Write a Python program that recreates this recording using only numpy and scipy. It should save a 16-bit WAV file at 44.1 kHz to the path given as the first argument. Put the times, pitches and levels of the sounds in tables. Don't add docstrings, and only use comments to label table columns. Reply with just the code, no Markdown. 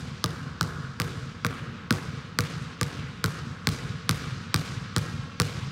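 import sys
import numpy as np
from scipy import signal
from scipy.fft import rfft, irfft, next_fast_len
from scipy.io import wavfile
from scipy.ndimage import uniform_filter1d, map_coordinates

SR = 44100
rng = np.random.default_rng(int(sys.argv[2]) if len(sys.argv) > 2 else 0)


def master_out(mix):
    frames = np.transpose(np.atleast_2d(mix))
    ceiling = np.clip(frames, -1, 1)
    pcm = np.round(ceiling * 32767).astype(np.int16)
    wavfile.write(sys.argv[1], SR, pcm)


def convert_level_to_amplitude(level_db):
    exponent = np.asarray(level_db, float) / 20
    return 10 ** exponent


N = 251811
LEAD = SR


def add(out, s, x):
    i = LEAD + int(s * SR)
    out[i:i + len(x)] += x


def bands(hz, size):
    octave = np.log2(np.maximum(np.fft.rfftfreq(size, 1 / SR), 1))
    centres = np.log2(np.r_[hz[0] / 2, hz, SR / 2])
    ripple = uniform_filter1d(rng.standard_normal(len(octave)), size=50) * 50 ** .5
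    noise = rfft(rng.standard_normal(size)) * convert_level_to_amplitude(1.6 * ripple)
    split = []
    for hat in np.eye(len(centres))[1:-1]:
        gain = np.sqrt(np.interp(octave, centres, hat))
        split.append(irfft(noise * gain, size))
    y = np.array(split)
    return y / y.std(axis=1, keepdims=True)


def hall():
    # (frequency [Hz], level [dB], t60 [s], swell [s])
    wash_bands = [(45.9, -56, 3.5, .03), (68, -56, 0.99, 0.014), (112, -49, 3.9, 0.017),
                  (173, -49, 4.5, 0.24), (244, -47.5, 1.66, 0.026), (408, -54.5, 1.53, 0.0094),
                  (443, -51.5, 3.3, 0.0042), (633, -57, 1.17, 0.017), (950, -56, 2.5, 0.0064),
                  (1150, -51, 4.2, 0.013), (1580, -48.5, 2.93, 0.035), (1770, -53.5, 3.6, 0.014),
                  (2700, -55, 4.1, 0.016), (4500, -55, 3.1, 0.029), (6620, -57, 1.8, 0.016),
                  (9120, -60, 1.06, 0.034), (12200, -63.5, 0.65, 0.015), (15550, -65, 0.62, .015)]
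    table_hz, *columns = np.transpose(wash_bands)
    hz = np.geomspace(table_hz[0], table_hz[-1], num=44)
    db, t60, swell = (np.interp(np.log(hz), np.log(table_hz), c)[:, None] for c in columns)
    wash_s = 1.6
    t = np.arange(int(wash_s * SR)) / SR
    fade = np.clip((wash_s - t) / .3, 0, 1)
    envelope = convert_level_to_amplitude(db - 4) * (1 - np.exp(-(t / swell) ** 2)) * 1000. ** (-t / t60) * fade
    return hz, bands(hz, 1 << 17), envelope


def wash(room, bass_db, low_db, ring_db, mid_db, top_db):
    hz, noise, envelope = room
    size = envelope.shape[1]
    start = rng.integers(noise.shape[1] - size)
    colour_hz = [170, 230, 420, 900, 1150, 1600, 2000, 2800, 4500]
    levels_db = [bass_db, low_db, low_db, 0, ring_db, ring_db, mid_db, mid_db, top_db]
    colour_db = np.interp(np.log(hz), np.log(colour_hz), levels_db)
    bloom_db, bloom_s = 1.65, 0.0391
    knots = rng.standard_normal((11, 64))
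    band_axis, time_axis = np.arange(len(hz)) / 4.4, np.arange(0, size, 64) / SR / bloom_s
    where = np.meshgrid(band_axis, time_axis, indexing="ij")
    blooms = map_coordinates(knots, where, order=1, mode="mirror")
    bloom_gain = np.repeat(convert_level_to_amplitude(bloom_db * blooms), 64, axis=1)[:, :size]
    y = convert_level_to_amplitude(colour_db) @ (envelope * bloom_gain * noise[:, start:start + size])
    clumps = uniform_filter1d(rng.standard_normal(size), size=160) * 160 ** .5
    return y * convert_level_to_amplitude(3.04 * clumps * np.exp(-np.arange(size) / SR / 0.2))


def fan():
    # (frequency [Hz], level per band [dB])
    air = [(40, -87), (120, -44), (300, -66), (1000, -61.5), (4000, -78), (10000, -83.5), (16000, -94)]
    hz, db = np.transpose(air)
    return convert_level_to_amplitude(db) @ bands(hz, next_fast_len(N))[:, :N]


def ring(hz, t60, size=2048):
    t = np.arange(size) / SR
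    return np.sin(2 * np.pi * hz * t) * 1000. ** (-t / t60)


def rasp(envelope, top_hz):
    noise = envelope * rng.standard_normal(len(envelope))
    return signal.lfilter(*signal.butter(1, [1500, top_hz], "band", fs=SR), noise)


def crack(skin_hz, low_db, treble_db):
    # (frequency [Hz], level [dB], t60 [s])
    skin_modes = [(4455, 26, 0.00062), (2256, -1, 0.0026), (7210, 0.5, 0.00085), (11200, -10.5, 0.00093),
                  (14100, -15, 0.0012)]
    hz, db, t60 = np.transpose(skin_modes)
    hz = hz * np.r_[skin_hz / hz[0], 1 + .08 * rng.standard_normal(len(hz) - 1)]
    db = db + low_db * (hz < 3000) + treble_db * (hz > 6200)
    y = sum(convert_level_to_amplitude(d) * ring(f, t) for f, d, t in zip(hz, db, t60))
    t = np.arange(len(y)) / SR
    y = y * (1 - np.exp(-(t / .0002) ** 2))
    y = y / np.abs(y).max()
    return y + convert_level_to_amplitude(-13) * rasp(np.exp(-t / .0012), 9000)


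def slap(skin, ring_db, ring_hz, treble_db, again_ms, again_db):
    first, second = (crack(*skin, treble_db + 18.5) for _ in range(2))
    t = np.arange(len(first)) / SR
    cavity = convert_level_to_amplitude(ring_db) * (1 - np.exp(-t / 0.0008)) * ring(ring_hz, 0.008)
    again = np.roll(second, int(again_ms * SR / 1000))
    return first + convert_level_to_amplitude(again_db) * again + cavity


def add_modes(out, s, loose_db):
    # (frequency [Hz], level [dB], t60 [s])
    lasting_modes = [(161.55, -32.5, 0.59), (335, -20.5, 0.027), (432, -26.5, 0.061), (475, -35.5, 0.23),
                     (572, -65, 0.015), (615, -33.5, 0.056), (836, -38, 0.057), (1165, -22, 0.033),
                     (1514, -5, 0.009)]
    swell = 1 - np.exp(-np.arange(16384) / SR / 0.0029)
    chances = rng.standard_normal((len(lasting_modes), 2))
    for (hz, mode_db, t60), c in zip(lasting_modes, chances):
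        gain = convert_level_to_amplitude(mode_db + 0.21 * loose_db + 2.84 * c[0])
        add(out, s + 0.000772, gain * swell * ring(hz * (1 + 0.021 * c[1]), t60, size=16384))


def thump(hz, swell_s):
    t = np.arange(4096) / SR
    return np.sin(2 * np.pi * hz * t) * t / swell_s * np.exp(-t / swell_s)


def add_thumps(out, s, push_db):
    # (delay [s], level [dB])
    booms = [(.0022, -0.5), (.0076, 6), (0.0189, 2.5), (0.0385, -4.5), (0.0461, -5), (0.0586, -4.5),
             (0.097, -16), (0.15, -10.5), (0.174, -4), (0.1866, -6.5), (0.2267, -3.5), (0.265, -8),
             (0.2784, -8.5)]
    for delay, boom_db in booms:
        add(out, s + delay, convert_level_to_amplitude(push_db + boom_db - 14.5) * thump(130.2, 0.0047))


def peel(lift_s):
    t = np.arange(1024) / SR - lift_s
    return rasp(np.exp(np.where(t < 0, t / 0.0031, -t / 0.00048)), 5600)


def add_lift(out, s, skin, ring_hz, treble_db, lift_db):
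    lift_s = .0103
    add(out, s, convert_level_to_amplitude(lift_db - 5) * peel(lift_s))
    add(out, s + lift_s, convert_level_to_amplitude(lift_db) * slap(skin, 11.4, ring_hz, treble_db, 0.24, -22))


def add_ceiling(out, s, skin, ring_hz, treble_db, again_ms, again_db, fullness_db):
    skin_hz, low_db = skin
    above_db = -15.5 + 0.48 * fullness_db
    echo = slap((skin_hz, low_db - 1), -5, ring_hz, treble_db, again_ms, again_db - 6)
    add(out, s, convert_level_to_amplitude(above_db) * echo)
    beams = rasp(np.exp(-np.arange(1024) / SR / 0.0016), 9100)
    add(out, s, convert_level_to_amplitude(above_db - 8.5) * beams)


def add_walls(out, s, db, sound):
    # (delay [s], level [dB], top frequency [Hz])
    walls = [(.0285, -27, 9000), (.0325, -28, 4000), (.038, -29, 8000), (.051, -25, 12000),
             (.0635, -28, 14000), (.067, -27, 14000), (.077, -26, 2500), (.112, -27, 1900),
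             (.163, -31, 1700)]
    for (delay, wall_db, top_hz), c in zip(walls, rng.standard_normal((len(walls), 2))):
        dull = signal.lfilter(*signal.butter(3, top_hz, fs=SR), sound)
        rough = rng.standard_normal(96) * np.exp(-np.arange(96) / 30)
        gain = convert_level_to_amplitude(db + wall_db - 12 + 1.5 * c[1])
        add(out, s + delay + .0006 * c[0], gain * np.convolve(dull, rough))


def bounce(out, room, s, db, low_db, ring_db, knock_db):
    # (time [s], reach of the ball from the body [0-1], push [dB])
    player = [
        (0.6, 0, -0.5),
        (1.0, 0.69, -1),
        (1.45, 0.8, -1.5),
        (2.35, 0.2, 1.5),
        (2.8, 0.06, 0.5),
        (4.1, 0.68, 3),
        (5.4, 0.04, 3),
    ]
    times, reaches, pushes = np.transpose(player)
    reach, push_db = np.interp(s, times, reaches), np.interp(s, times, pushes)
    chance = rng.standard_normal(3)

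    near_hz, far_hz = 4620, 3570
    skin = near_hz + (far_hz - near_hz) * reach, low_db
    bright_db = 0.15 * low_db
    treble_db = bright_db - 8
    fullness_db = db + low_db + 2
    loose_db = knock_db + 19
    ring_hz = 1298 * (1 + .06 * chance[0])
    again_ms, again_db = max(.9 + .3 * chance[1], .4), -11

    sound = slap(skin, ring_db - db, ring_hz, treble_db, again_ms, again_db)
    add(out, s, convert_level_to_amplitude(db) * sound)
    add_modes(out, s, loose_db)
    add(out, s + 0.0025, convert_level_to_amplitude(knock_db) * thump(225, 0.0038))
    add_thumps(out, s, push_db)
    add_lift(out, s, skin, ring_hz, treble_db, -26 + 2.5 * chance[2])
    above_s = s + .0185 - .001 * reach
    add_ceiling(out, above_s, skin, ring_hz, treble_db, again_ms, again_db, fullness_db)
    add_walls(out, s, db, sound)

    wash_low_db = 2.5 * reach + 0.087 * loose_db
    wash_ring_db = 0.36 * (ring_db + 11)
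    wash_top_db = 0.87 * (db + 6 + bright_db)
    reverb = wash(room, push_db, wash_low_db, wash_ring_db, 0.68 * fullness_db, wash_top_db)
    add(out, s, convert_level_to_amplitude(1.5) * reverb)


def scene():
    # (time [s], slap [dB], low skin re slap [dB],
    # ring of the air [dB], board knock [dB])
    earlier = [
        (-.94, -2, -9, -10, -21),
        (-.55, -3, 1, -19, -21),
        (-.15, -4, -0.5, -14, -21),
    ]
    bounces = [(0.2413, -8, -2.5, -6.5, -18.5), (0.6106, -7.5, -3.5, -2.5, -22),
               (1.0002, -6, 3, -12.5, -18.5), (1.4477, -11.5, 10.5, -6, -15.5),
               (1.9075, -5.5, 3, -10, -4.5), (2.3880, -4.5, 5.5, -8.5, -14.5),
               (2.8124, -8, 8, -10.5, -18.5), (3.2415, -6.5, 3, -6, -17), (3.6714, -3.5, 3.5, -10, -11.5),
               (4.093, -1.5, 3, -6, -12.5), (4.543, -2.5, 3, -4.5, -14.5), (4.9636, -6, 3.5, -10.5, -15),
               (5.4, -3.5, 6, -10, -15.5)]
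    out, room = np.zeros(3 * LEAD + N), hall()
    for row in earlier + bounces:
        bounce(out, room, *row)
    return (out[LEAD:LEAD + N] + fan())[None]


def roll_off(x):
    return signal.sosfilt(signal.butter(12, 17090, fs=SR, output="sos"), x)


def record(dry):
    x = signal.sosfilt(signal.butter(4, 48, "high", fs=SR, output="sos"), dry)
    x = signal.sosfilt(signal.ellip(5, .5, 15, 15800, fs=SR, output="sos"), x)
    x = signal.sosfilt(signal.ellip(6, .5, 50, 16900, fs=SR, output="sos"), x)
    return roll_off(x)


dry = scene()
out = record(dry)
master_out(out)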